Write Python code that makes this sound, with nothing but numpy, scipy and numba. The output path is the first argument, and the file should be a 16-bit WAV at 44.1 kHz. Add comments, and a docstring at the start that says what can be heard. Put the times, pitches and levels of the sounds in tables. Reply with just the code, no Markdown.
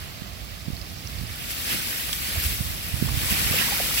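"""Wind buffets a two-port microphone, mostly on the right, over washing water and a faint tinkle of ice.
It is spring break-up, the river lying to the left: drifting floes push into a pile of rotten ice,
which crumbles in two surges of countless clinking shards. A narrow hiss swells briefly right, later left.
A few pieces crack, two heavy blocks settle, and the pile grinds as it gives way in the second surge."""
import sys
import numpy as np
from scipy import signal
from scipy.fft import rfft, irfft
from scipy.io import wavfile
from numba import njit

SR = 44100
rng = np.random.default_rng(int(sys.argv[2]) if len(sys.argv) > 2 else 0)


def persist_wave(psi):
    """Save psi, clipped to +-1, as 16-bit WAV."""
    counts = np.round(np.clip(psi, -1, 1) * 32767).astype(np.int16)
    wavfile.write(sys.argv[1], SR, np.atleast_2d(counts).T)


N = 176400
TIMES = np.arange(N) / SR
FREQS = np.maximum(np.arange(N // 2 + 1) * SR / N, 1)
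LOW_CUT_HZ, TOP_HZ = 31.5, 15850


def undb(db):
    """Decibels to gain."""
    return 10 ** (np.asarray(db) / 20)


def unit(x):
    """Normalise to rms 1."""
    return x / np.sqrt(np.mean(x ** 2))


def shape(x, gain):
    """Filter by a gain per frequency."""
    return irfft(rfft(x) * gain, N)


def equalise(x, table):
    """EQ from rows of f/Hz and one or more gain/dB columns."""
    hz, *columns = np.array(table, float).T
    return shape(x, undb([np.interp(np.log(FREQS), np.log(hz), db) for db in columns]))


def fader(table):
    """Gain rides from rows of t/s and one or more level/dB columns."""
    s, *columns = np.array(table, float).T
    return undb([np.interp(TIMES, s, db) for db in columns])


def band_rms(x, low_hz, high_hz):
    """Rms of the mono mix within a band."""
    return np.std(shape(x.mean(0), (FREQS > low_hz) & (FREQS < high_hz)))


def drift(rate_hz):
    """Smooth random modulation with rms 1."""
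    return unit(shape(rng.standard_normal(N), 1 / (1 + (FREQS / rate_hz) ** 4)))


def swell(s, half_s):
    """A smooth rise and fall around a moment."""
    return np.exp(-.5 * ((TIMES - s) / half_s) ** 2)


def bell(hz, octaves):
    """Gain of a bell-shaped resonance."""
    return np.exp(-.5 * (np.log2(FREQS / hz) / octaves) ** 2)


def panned(db, pan_db):
    """Left and right gains; positive pan leans left."""
    return undb([[db + pan_db / 2], [db - pan_db / 2]])


@njit
def ring(start, hz, decay_s, size, glide):
    """Sum of short dying tones, each rising in pitch by the share `glide` per decay time."""
    out = np.zeros(N)
    for k in range(len(start)):
        first, life = int(start[k] * N), decay_s[k] * SR
        turn = 2 * np.pi * hz[k] / SR
        phasor = size[k] + 0j
        pole = np.exp(1j * turn - 1 / life)
        rise = np.exp(1j * turn * glide / life)
        for i in range(min(int(5 * life), N - first)):
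            phasor *= pole
            pole *= rise
            out[first + i] += phasor.imag
    return out


def grains(cycles, spread_db, count, glide=0.0):
    """A dense, spectrally even cloud of ringing grains, a few louder than the rest."""
    when, pitch, length, strength = rng.random((count, 4)).T
    hz = 150 + (TOP_HZ - 150) * pitch ** 1.5
    decay_s = np.minimum(cycles * (.5 + length) / hz, .006)
    accent_db = spread_db * np.minimum(-np.log1p(-strength), 6)
    size = undb(accent_db) * np.sqrt(np.cbrt(pitch) / decay_s)  # evens out the spectrum
    return unit(ring(when, hz, decay_s, size, glide))


def ports(direct, left, right, lag_s=.00052, turn_rad=.72):
    """Direct sound reaches the right port late and turned in phase; scattered sound differs at each."""
    direct_share = .46 / (1 + (FREQS / 7260) ** 2)
    phase = 2 * np.pi * FREQS * lag_s - turn_rad * np.tanh(FREQS / 400)
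    right_delay = np.exp(-1j * phase * np.array([[0], [1]]))
    scattered = shape(np.array([left, right]), np.sqrt(1 - direct_share))
    return shape(direct, np.sqrt(direct_share) * right_delay) + scattered


def eddy(s, hz):
    """Pressure of a passing eddy: a dip between two shoulders."""
    u = np.minimum((np.pi * hz * (TIMES - s)) ** 2, 50)
    return (2 * u - 1) * np.exp(-u)


# EQ of the wind rumble: f/Hz, gain/dB
WIND_EQ = [(22,-34),(35,-19),(52,-1),(80,-3.5),(130,-9.5),(220,-17.5),(400,-29),(3000,-83)]
# gusts at the right port: t/s, level/dB
GUSTS = [(0,-34.5),(.62,-36.5),(.73,-34),(1.13,-33),(1.24,-32),(1.55,-39.5),(2.25,-37.5),(2.52,-29.5),(2.85,-34.5),(3.1,-25.5),(3.38,-30.5),(3.5,-28),(3.62,-38.5),(4,-33.5)]
# eddies popping on the right port: t/s, f/Hz, level/dB
EDDY_POPS = [(.221,135,-20.5),(.684,143,-15.5),(0.704,161,-19),(0.735,75,-18.5),(1.215,131,-20.5),(1.239,95,-22),(2.61,118,-15.5),(2.705,82,-18.5),(2.943,91,-13.5),(3.026,165,-7.5),(3.049,120,-15.5),(3.064,90,-14),(3.144,73,-13.5),(3.175,82,-12.5),(3.234,80,-16),(3.326,150,-15),(3.465,95,-15.5),(3.512,105,-15.5)]


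def wind(left_db=-46.5, bleed_db=-13, core_db=-12.5):
    """Turbulence rumbles mainly at the right port, where single eddies strike as well."""
    rumble = unit(equalise(rng.standard_normal((2, N)), WIND_EQ))
    rumble *= undb(.5 * drift(rate_hz=25))
    right = rumble[1] * fader(GUSTS)[0]
    left = rumble[0] * undb(left_db) + right * undb(bleed_db)
    for s, hz, db in EDDY_POPS:
        sharp_core = undb(core_db) * eddy(s, 2 * hz)
        right += undb(db) * (eddy(s, hz) + sharp_core)
    return np.array([left, right])


# EQ of the water bed: f/Hz, left gain/dB, right gain/dB
WATER_EQ = [(148,-26,-4),(415,-6,-6),(675,-4.5,3),(940,-9,-5),(1210,-7.5,1.5),(1390,-13,-3.5),(5000,-3,-0.5),(5150,-17,0.5),(6030,-10,-7),(7040,-11.5,-7),(9100,-14.5,-17),(14000,-13.5,-6.5)]


def water(level_db=-42):
    """The current washes between the floes: a steady bed of small bubbles."""
    bubbles = [grains(cycles=3.3, spread_db=1.34, count=30000, glide=.016) for _ in range(3)]
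    wash = equalise(ports(*bubbles), WATER_EQ)
    return unit(wash) * undb(level_db + .5 * drift(rate_hz=3.2))


def shimmer(x, bands=24, depth_db=.64, rate_hz=10.7):
    """The colour of the clinking shifts: each band waxes and wanes on its own."""
    centres = np.geomspace(1000, TOP_HZ, bands)
    return sum(shape(x, np.interp(FREQS, centres, band)) * undb(depth_db * drift(rate_hz))
               for band in np.eye(bands))


# EQ of the clinking ice: f/Hz, left gain/dB, right gain/dB
ICE_EQ = [(160,-5,1),(417,-16,-10),(885,-18,-13),(1460,-17.5,-4),(1930,-12,-1.5),(2560,-10.5,1),(3260,-3.5,-0.5),(4120,-3.5,-7.5),(5160,-5,-1),(6100,-8,-9),(6570,-5.5,-11.5),(8900,-5.5,-5.5),(9250,-5.5,-13),(9800,-3,-5.5),(11800,-1,-17.5),(12900,-1.5,-11),(14000,-1,-11),(15400,-3,-8)]
# fader rides of the two surges: t/s, crunch level/dB, shard level/dB
SURGES = [(0,-45.5,-50),(.25,-51,-55),(.9,-50.5,-52),(1.25,-46,-47.5),(1.6,-40.5,-38),(1.73,-33.5,-33),(1.92,-39,-36),(2.2,-40.5,-36.5),(2.35,-36.5,-37),(2.5,-40,-35.5),(2.76,-43,-40.5),(3.12,-38.5,-37.5),(3.29,-35,-32),(3.58,-30.5,-30),(3.92,-35.5,-32),(4,-37.5,-28)]
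# small slides of ice: t/s, half length/s, crunch boost/dB, shard boost/dB
ICE_SLIDES = [(1.508,0.015,2.5,5.5),(1.705,0.025,2.5,0.5),(1.92,.025,1.5,0.5),(2.132,0.0027,3,7),(2.452,0.015,2.5,4.5),(3.317,0.017,4.5,4)]


def crumbling(crossover_hz=3300, tremor_db=.66, trim_db=.5):
    """Ice crystals break off and clink together; coarse crunch and fine shards swell in small slides."""
    clinks = [grains(cycles=17, spread_db=.95, count=60000) for _ in range(3)]
    ice = shimmer(equalise(ports(*clinks), ICE_EQ))
    lows = shape(ice, 1 / (1 + (FREQS / crossover_hz) ** 4))
    crunch = lows / band_rms(ice, 1200, 3500)
    shards = (ice - lows) / band_rms(ice, 8000, 16000)
    slides_db = sum(np.outer(boosts, swell(s, half_s)) for s, half_s, *boosts in ICE_SLIDES)
    ride_db = trim_db + slides_db + tremor_db * drift(rate_hz=6.6)
    crunch_gain, shard_gain = fader(SURGES) * undb(ride_db)
    flutter = undb(.5 * drift(rate_hz=34))
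    return crunch * crunch_gain * flutter + shards * shard_gain


# swells of narrow hiss: t/s, half length/s, f/Hz, width/octaves, level/dB, pan left/dB
HISS_SWELLS = [(.97,0.2,5050,0.22,-50.5,-16.5),(2.47,0.085,12000,.06,-43,16)]


def hiss(grit):
    """A narrow hiss near 5 kHz swells briefly at the right port, later one near 12 kHz at the left."""
    return sum(unit(shape(grit, bell(hz, octaves))) * panned(db, pan_db) * swell(s, half_s)
               for s, half_s, hz, octaves, db, pan_db in HISS_SWELLS)


# snaps in the ice: t/s, level/dB, f/Hz, decay/s, pan left/dB
SNAPS = [(1.438,-33.5,2950,0.008,-9),(1.925,-33.5,1810,.016,-8),(2.086,-28,2980,.0045,-12),(2.092,-25,1260,0.0026,-10.5),(2.128,-17.5,3350,.0044,-2.5),(2.354,-35,650,0.014,-9),(3.585,-24,2660,0.025,-9),(3.611,-28.5,1800,0.031,-14.5),(3.973,-24.5,2770,.03,-8)]


def cracks(ring_db=7, attack_s=.0011):
    """A piece snaps: a short rasp of fractures around the pitch at which it rings."""
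    out = np.zeros((2, N))
    for s, db, hz, decay_s, pan_db in SNAPS:
        age = np.maximum(TIMES - s, 0)
        envelope = (1 - np.exp(-age / attack_s)) * np.exp(-age / decay_s)
        body = bell(hz, octaves=1.14) + undb(ring_db) * bell(hz, octaves=.12)
        rasp = unit(shape(rng.standard_normal((3, N)), body)) * envelope
        out += ports(*rasp) * panned(db, pan_db)
    return out


# heavy blocks settling: t/s, f/Hz, level before the port gains/dB
BLOCK_THUDS = [(2.378,80,-22),(2.465,69,-20.5)]


def thuds(fade_s=.011, left_db=-.48, right_db=6.02):
    """A block settles with a low bump that swells and dies equally fast, louder on the right."""
    bumps = np.zeros(N)
    for s, hz, db in BLOCK_THUDS:
        envelope = np.exp(-np.abs(TIMES - s) / fade_s)
        bumps += undb(db) * envelope * np.sin(2 * np.pi * hz * (s - TIMES))
    return bumps * undb([[left_db], [right_db]])


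def grinding(grit, left_db=-48, right_db=-37):
    """Floes rub with a low grinding as the pile gives way."""
    grind = unit(shape(grit, bell(hz=848, octaves=.6))) * swell(s=3.6, half_s=.4)
    return grind * undb([[left_db], [right_db]])


def scene():
    """The stereo mix of ice, water and wind."""
    ice = crumbling()
    grit = grains(cycles=5.8, spread_db=6, count=20000)
    return ice + hiss(grit) + grinding(grit) + water() + cracks() + thuds() + wind()


def record(dry):
    """A low cut drops the deepest rumble and a steep low-pass trims the top."""
    low_cut = shape(dry, 1 / (1 + (LOW_CUT_HZ / FREQS) ** 8))
    return signal.sosfilt(signal.ellip(12, .2, 80, TOP_HZ, fs=SR, output="sos"), low_cut)


dry = scene()
out = record(dry)
persist_wave(out)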